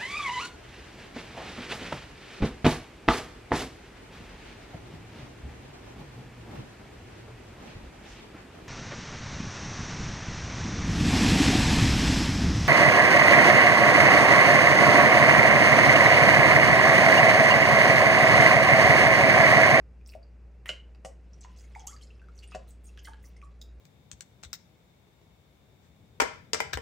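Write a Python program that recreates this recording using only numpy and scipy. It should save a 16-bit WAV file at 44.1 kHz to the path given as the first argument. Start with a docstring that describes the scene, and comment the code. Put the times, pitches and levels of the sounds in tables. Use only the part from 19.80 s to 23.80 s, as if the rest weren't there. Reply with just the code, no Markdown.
"""A small kitchen, close to a pot of soup. Creamy liquid is tipped in from a plastic bowl through a
steel sieve. It lands in soft splats, traps bubbles that ring briefly and trickles from the mesh;
one air pocket gurgles shut. The bowl knocks and scrapes on the sieve, and the wires buzz.
The room answers briefly, over a low mains hum and the soft rush of the burner."""
import sys
import numpy as np
from scipy import signal
from scipy.fft import rfft, irfft
from scipy.io import wavfile
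from scipy.ndimage import uniform_filter1d

SR = 44100
rng = np.random.default_rng(int(sys.argv[2]) if len(sys.argv) > 2 else 0)


def materialize(psi):
    """Save the field psi as 16-bit PCM at rate SR to the path in sys.argv[1].

    A 1-D psi becomes a single channel; in a 2-D psi each row is a channel.
    """
    bounded = np.clip(np.atleast_2d(psi).T, -1, 1)
    quanta = np.round(bounded * 32767).astype(np.int16)
    wavfile.write(sys.argv[1], SR, quanta)


N = 176400
TOP_HZ = 15900


def bubble(hz, decay_s, wobble=0):
    """A trapped bubble rings and rises in pitch as it nears the surface."""
    t = seconds(7 * decay_s)
    rise = 1 + .01 * t / decay_s
    turns = hz * (slosh(t, wobble) if wobble else t) * rise
    onset = 1 - np.exp(-2 * hz * t)
    x = np.sin(2 * np.pi * turns) * np.exp(-t / decay_s) * onset
    return x / (np.abs(x).max() + 1e-9)


def slosh(t, share, rate_hz=260):
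    """Sloshing liquid unsettles a pitch: a time axis that runs fast and slow at random."""
    drift = np.interp(t * rate_hz, np.arange(128), rng.standard_normal(128))
    return t + share * np.cumsum(drift) / SR


# Single drops. Each row: start in seconds, bubble pitch in Hz, peak in dB, decay in ms.
DROPS = [(.212, 2520, -58.5, 3.5), (0.2619, 5700, -42.5, 0.84), (0.2753, 8800, -40.5, 0.5),
         (0.2922, 5420, -42.5, 1.2), (0.2988, 4120, -47, 1.9), (.29, 2760, -52, 2.2),
         (.322, 2480, -50.5, 2), (0.332, 2600, -52, 3), (0.3376, 2360, -42, 0.84),
         (0.3514, 626, -38.5, 4.8), (.429, 4710, -55.5, 9.5), (1.5335, 5450, -49, 4),
         (1.6133, 6200, -43.5, 2), (1.6475, 1002, -43.5, 8.3), (1.648, 1870, -45.5, .8),
         (1.789, 4720, -47.5, 2.5), (1.841, 2080, -54.5, 2.7), (1.9506, 2210, -39.5, 4.8),
         (1.9592, 839, -40, 13.6), (1.996, 6500, -38, 1.1), (2.002, 3020, -49, 3),
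         (2.0722, 5770, -25.5, 1.44), (2.0724, 7600, -25, 0.41), (2.076, 3170, -51, 14),
         (2.125, 1190, -51, 19.4), (2.163, 1684, -54.5, 4.4), (2.165, 4870, -44.5, 2),
         (2.212, 3000, -50, 4.3), (2.2267, 4190, -45, 2.5), (2.2718, 4700, -52.5, 2),
         (2.3046, 2890, -51.5, 5), (2.353, 5250, -63, 3.1), (2.396, 2500, -56, 3), (2.417, 1510, -53, 6.3),
         (2.44, 1470, -58, 5), (2.486, 1350, -49, 2.2), (2.578, 5420, -50, 3.8), (2.59, 4420, -42, 1.8),
         (2.6312, 2780, -46, 1.5), (2.676, 8780, -46, 2.5), (2.907, 7800, -44.5, 1.2),
         (3.0563, 8430, -46, 2.4), (3.069, 6350, -48, 3.7), (3.091, 2510, -57, 6.3),
         (3.1768, 1670, -46.5, 3.8), (3.175, 2920, -40, 0.3), (3.191, 3000, -43.5, 2),
         (3.2501, 2070, -50.5, 16), (3.253, 3020, -47, 6.7), (3.273, 1637, -40.5, 6.9),
         (3.278, 1140, -47, 5), (3.284, 850, -46.5, 24), (3.3345, 1680, -45, 3.2), (3.335, 3870, -48, 0.56),
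         (3.4411, 1920, -52, 2.6), (3.462, 5300, -53, 2.16), (3.565, 2113, -56.5, 10),
         (3.6166, 2430, -46, 1.7), (3.626, 1138, -49.5, 21.6), (3.816, 3720, -39, 3.2),
         (3.8158, 4730, -35, 0.59)]


def drops():
    """Each drop ticks on impact and traps a ringing bubble."""
    out, t = np.zeros(N), seconds(.0062)
    for start, hz, db, decay_ms in DROPS:
        tick = band(rng.standard_normal(len(t)) * np.exp(-t / .0013), hz=5500, width=.7)
        add(out, start, undb(db) * bubble(hz, decay_ms / 1000, wobble=.05))
        add(out, start, undb(db - 10) * tick / np.abs(tick).max())
    return out


def spray(length_s, per_s, hz, spread_octaves, decay_cycles, scatter_db):
    """Tiny bubbles at random moments, levels and pitches; unit RMS over the length."""
    out = np.zeros(int((length_s + .05) * SR))
    starts = np.append(0, rng.uniform(0, length_s, int(length_s * per_s)))
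    for start in starts:
        pitch_hz = min(hz * 2 ** rng.normal(0, spread_octaves), TOP_HZ)
        add(out, start, undb(rng.normal(0, scatter_db)) * bubble(pitch_hz, decay_cycles / pitch_hz))
    return out / np.sqrt(np.sum(out ** 2) / (length_s * SR))


# Soft splats. Each row: start in seconds, length in seconds, level in dB, centre pitch in Hz.
SPLATS = [(0.255, 0.069, -71.5, 5800), (1.609, .04, -58, 5930), (1.631, 0.017, -61, 3500),
          (1.763, 0.055, -62.5, 7200), (1.836, 0.023, -67, 6400), (1.949, 0.075, -63.5, 6480),
          (2.069, .016, -47, 6850), (2.095, 0.047, -55.5, 6730), (2.213, 0.029, -58.5, 6720),
          (2.55, 0.048, -67, 8100), (2.628, .018, -61.5, 6700), (2.712, 0.007, -57.5, 5200),
          (2.872, 0.049, -66, 7340), (3.043, 0.052, -63, 8380), (3.187, 0.0095, -56.5, 5970),
          (3.242, 0.016, -51, 6500), (3.27, 0.0031, -53, 4200), (3.277, 0.021, -62, 6230),
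          (3.3336, 0.0036, -55.5, 4000), (3.427, 0.036, -62.5, 7450), (3.563, 0.0067, -63, 5840),
          (3.626, 0.025, -70, 7000), (3.814, .008, -53.5, 7880), (0.272, .06, -64.5, 12500),
          (1.769, 0.068, -75, 13500), (2.629, .012, -71, 13200), (2.878, 0.028, -66.5, 13500),
          (3.037, 0.0093, -67, 13600), (3.233, 0.038, -61.5, 13000), (3.422, 0.066, -66, 13000)]


def splats():
    """Landing liquid scatters short sprays of droplets."""
    out = np.zeros(N)
    for start, length_s, db, hz in SPLATS:
        droplets = spray(length_s, per_s=820, hz=hz, spread_octaves=.3, decay_cycles=6.3, scatter_db=6)
        add(out, start, undb(db) * droplets)
    return out


# Flow from the mesh. Each row: time in seconds, level in dB.
TRICKLE = [(0, -85.5), (1.4, -83.5), (1.65, -70), (2.2, -69.5), (2.448, -77.5), (2.7, -69.5), (3.0, -79),
           (3.3, -69), (3.6, -77.5), (4.0, -79)]


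def trickle():
    """A fine stream from the mesh makes a dense patter of bubbles that swells and ebbs."""
    times, db = np.array(TRICKLE).T
    patter = spray(N / SR, per_s=1200, hz=4200, spread_octaves=.75, decay_cycles=5, scatter_db=2)
    return patter[:N] * undb(np.interp(np.arange(N) / SR, times, db))


# Closing air pocket. Each row: time in seconds, resonance in Hz, level in dB.
AIR_POCKET = [(1.966, 830, -48), (1.996, 790, -66), (2.02, 765, -65), (2.048, 810, -50),
              (2.071, 931, -61.5), (2.084, 1186, -56), (2.104, 1394, -63.5), (2.116, 2000, -59.5),
              (2.127, 2200, -61)]


def gurgle(flutter_hz=161.3, roughness=.45):
    """The rising note of a shrinking air pocket, shaken by the falling stream."""
    t = np.arange(N) / SR
    times, hz, db = np.array(AIR_POCKET).T
    jolts = rng.standard_normal(4096) + 1j * rng.standard_normal(4096)
    shake = np.interp(t * flutter_hz, np.arange(4096), jolts)
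    turns = np.cumsum(np.interp(t, times, hz)) / SR
    note = np.exp(2j * np.pi * turns) * (1 + roughness * shake)
    gate = uniform_filter1d(((t > times[0]) & (t < times[-1])) * 1., size=200)
    return unit(note.real) * undb(np.interp(t, times, db)) * gate


# Bowl against sieve. Each row: start in seconds, bowl, rim and crack levels in dB,
# crack centre in Hz, pitch factor of the bowl's ring on this knock.
KNOCKS = [(0.8581, -58, -43, -30, 1820, 1.17), (0.8912, -36.5, -19, -22.5, 2400, .93),
          (1.148, -61.5, -81, -53.5, 3030, 1.18), (1.2485, -32.5, -53, -35.5, 1570, 1),
          (2.7483, -30.5, -43, -31.5, 935, 0.97)]
# Modes of the plastic bowl and the steel rim. Each row: frequency in Hz, level in dB, T60 in seconds.
BOWL_MODES = [(177.3, -16, 0.16), (335.5, -15.5, .1), (444, -10, 0.097), (550, -2, 0.084), (650.5, 0, 0.07),
              (754, -6.5, 0.083), (1054, -13, .06), (1972, -11.5, 0.046)]
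RIM_MODES = [(2122, -6.5, 0.16), (2280, -5, 0.051), (2510, -4.5, 0.074), (2660, -18.5, .13),
             (2740, -23, .33), (2840, 17.5, 0.017), (2810, -9, 0.15), (2930, 0, .07), (3050, -5.5, 0.2),
             (3160, -7, 0.14), (3170, -10.5, .1), (5100, -18.5, .05)]


def knocks(crack_decay_s=.0029):
    """Each contact cracks and rings both the plastic bowl and the steel rim."""
    out, t = np.zeros(N), seconds(.1)
    for start, bowl_db, rim_db, crack_db, crack_hz, tuning in KNOCKS:
        burst = rng.standard_normal(len(t)) * np.exp(-t / crack_decay_s)
        crack = band(burst, crack_hz, width=1.03, order=2)
        add(out, start, undb(bowl_db) * ring(BOWL_MODES, tuning) + undb(rim_db) * ring(RIM_MODES))
        add(out, start, undb(crack_db) * crack / np.abs(crack).max())
    return out


def ring(modes, tuning=1):
    """The decaying modes of a struck object, excited a little differently on every blow."""
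    t, x = seconds(.5), 0
    for hz, db, t60 in modes:
        turns = tuning * hz * slosh(t, share=.014) + rng.random()
        x += undb(db - 60 * t / t60) * np.sin(2 * np.pi * turns)
    onset = 1 - np.exp(-t / .00011)
    return x / np.abs(x).max() * onset


# Sliding rims. Each row: start in seconds, length in seconds, resonance in Hz, level in dB.
SCRAPES = [(0.864, 0.025, 1990, -51), (0.878, 0.023, 6960, -49.5), (2.624, 0.019, 2750, -55.5),
           (2.72, 0.032, 2620, -53), (2.718, 0.0087, 1190, -54)]


def scrapes(slips_per_s=660):
    """The rims stick and slip; the slips excite one narrow resonance."""
    out, t = np.zeros(N), seconds(.1)
    for start, length_s, hz, db in SCRAPES:
        slipping = (rng.random(len(t)) < slips_per_s / SR) & (t < length_s)
        rub = band(slipping * rng.random(len(t)), hz, width=.097)
        add(out, start, undb(db) * unit(rub) * np.sqrt(length_s / t[-1]))
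    return out


# Wire buzzes. Each row: start in seconds, level in dB, centre in Hz, decay in seconds.
BUZZES = [(0.8581, -47, 11500, .003), (0.8918, -45, 5550, 0.017), (1.2483, -45, 6760, .016),
          (2.7478, -45, 5600, 0.0086)]


def mesh_buzz():
    """The sieve's wires buzz against their frame after the hard knocks."""
    out, t = np.zeros(N), seconds(.2)
    for start, db, hz, decay_s in BUZZES:
        buzz = unit(band(rng.standard_normal(len(t)), hz, width=.54, order=2))
        add(out, start, undb(db) * buzz * np.exp(-t / decay_s))
    return out


# Reflections off pot wall, hob and counter. Each row: delay in ms, left gain, right gain.
ECHOES = [(1.5, 0.4, 0.033), (5.4, 0.13, 0.51), (9.6, 0.28, 0.52)]
# Reverb bands. Each row: frequency in Hz, level in dB, T60 in seconds, side minus mid in dB.
REVERB = [(250, -6, .35, -6), (682, -2, 0.27, -2), (2310, -7, 0.32, -10.5), (6500, -6, 0.25, -34),
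          (14000, -4, 0.18, -32)]


def kitchen(x, onset_s=.0035):
    """Direct sound, a few close reflections and a short diffuse tail, widest in the lows."""
    t = seconds(.5)
    response = np.zeros((2, len(t)))
    for hz, db, t60, side_db in REVERB:
        band_share = at_bins([(row[0], row[0] == hz) for row in REVERB], len(t))
        noise = irfft(rfft(stereo_noise(len(t), side_db)) * np.sqrt(band_share), len(t))
        fade = undb(-60 * t / t60) * (1 - np.exp(-t / onset_s))
        response += undb(db) * noise * fade / np.linalg.norm(fade)
    response[:, 0] += 1
    for ms, left, right in ECHOES:
        response[:, int(ms * SR / 1000)] += left, right
    return signal.fftconvolve(x[None], response, axes=1)[:, :N]


# Mains partials. Each row: frequency in Hz, RMS level in dB.
HUM = [(59.2, -49), (177.6, -71.5)]


def mains_hum(waver_db=.83):
    """The mains tone and its third harmonic waver slightly in level."""
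    t = np.arange(N) / SR
    waver = np.interp(t, np.linspace(0, N / SR, 32), rng.standard_normal(32))
    hum = sum(undb(db) * np.sqrt(2) * np.sin(2 * np.pi * (hz * t + rng.random())) for hz, db in HUM)
    return hum * undb(waver_db * waver)


# Room and burner noise. Each row: frequency in Hz, relative spectral density in dB.
RUSH_SPECTRUM = [(20, -23), (45, -3), (80, 0.5), (190, -5.5), (260, -10.5), (460, -11.5), (950, -24.5),
                 (2700, -29.5), (3200, -45), (5000, -40), (8000, -47), (16000, -56.5)]


def air_rush(level_db=-59.5):
    """The soft, low rush of the room and burner."""
    return undb(level_db) * unit(colour(stereo_noise(N, side_db=-11), RUSH_SPECTRUM))


def undb(db):
    return 10 ** (np.asarray(db) / 20)


def unit(x):
    return x / np.sqrt(np.mean(x ** 2) + 1e-20)


def seconds(length_s):
    return np.arange(int(length_s * SR)) / SR


def add(out, start_s, x):
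    k = int(np.clip(start_s * SR, 0, len(out)))
    out[k:k + len(x)] += x[:len(out) - k]


def at_bins(points, size):
    """A (Hz, value) table read at the bins of a spectrum."""
    hz, value = np.array(points, float).T
    return np.interp(np.log(np.fft.rfftfreq(size, 1 / SR) + 1), np.log(hz), value)


def colour(x, points):
    """Filter by a (Hz, dB) table."""
    return irfft(rfft(x) * undb(at_bins(points, x.shape[-1])), x.shape[-1])


def band(x, hz, width, order=1):
    """One resonance; the width is roughly a share of the centre."""
    edges_hz = np.minimum(hz * np.exp(np.array([-.5, .5]) * width), [SR / 3, SR / 2 - 1])
    return signal.sosfilt(signal.butter(order, edges_hz, "band", fs=SR, output="sos"), x)


def stereo_noise(size, side_db):
    """Two channels of noise that are partly alike."""
    mid, side = rng.standard_normal((2, size))
    return unit(mid + undb(side_db) * side * np.array([[1], [-1]]))


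# Microphone response. Each row: frequency in Hz, gain in dB.
MIC_RESPONSE = [(20, 3.5), (3250, -2), (3900, -3.5), (5200, -4), (8300, -4.5), (10000, -0.5), (12500, -7),
                (15500, -3.5)]


def scene():
    """Pouring and handling in the kitchen, coloured by the microphone, over hum and rush."""
    handling = knocks() + scrapes() + mesh_buzz()
    liquid = drops() + splats() + trickle() + gurgle()
    return colour(kitchen(liquid + handling), MIC_RESPONSE) + mains_hum() + air_rush()


# Microphone port balance. Each row: frequency in Hz, left minus right in dB.
PORT_BALANCE = [(60, .2), (250, .5), (600, 2.2), (1200, 1.5), (2400, -.2), (16000, 0)]


def record(dry, split_hz=8510, lag_s=.00032):
    """Two microphone ports differ in level; above the split the left lags. The top treble is cut."""
    above_hz = np.maximum(np.fft.rfftfreq(N, 1 / SR) - split_hz, 0)
    half = np.array([[.5], [-.5]])
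    balance = undb(half * at_bins(PORT_BALANCE, N))
    lag = np.exp(-2j * np.pi * half * above_hz * lag_s)
    lowpass = signal.ellip(10, .2, 80, TOP_HZ, fs=SR, output="sos")
    return signal.sosfilt(lowpass, irfft(rfft(dry) * balance * lag, N))


dry = scene()
out = record(dry)
materialize(out)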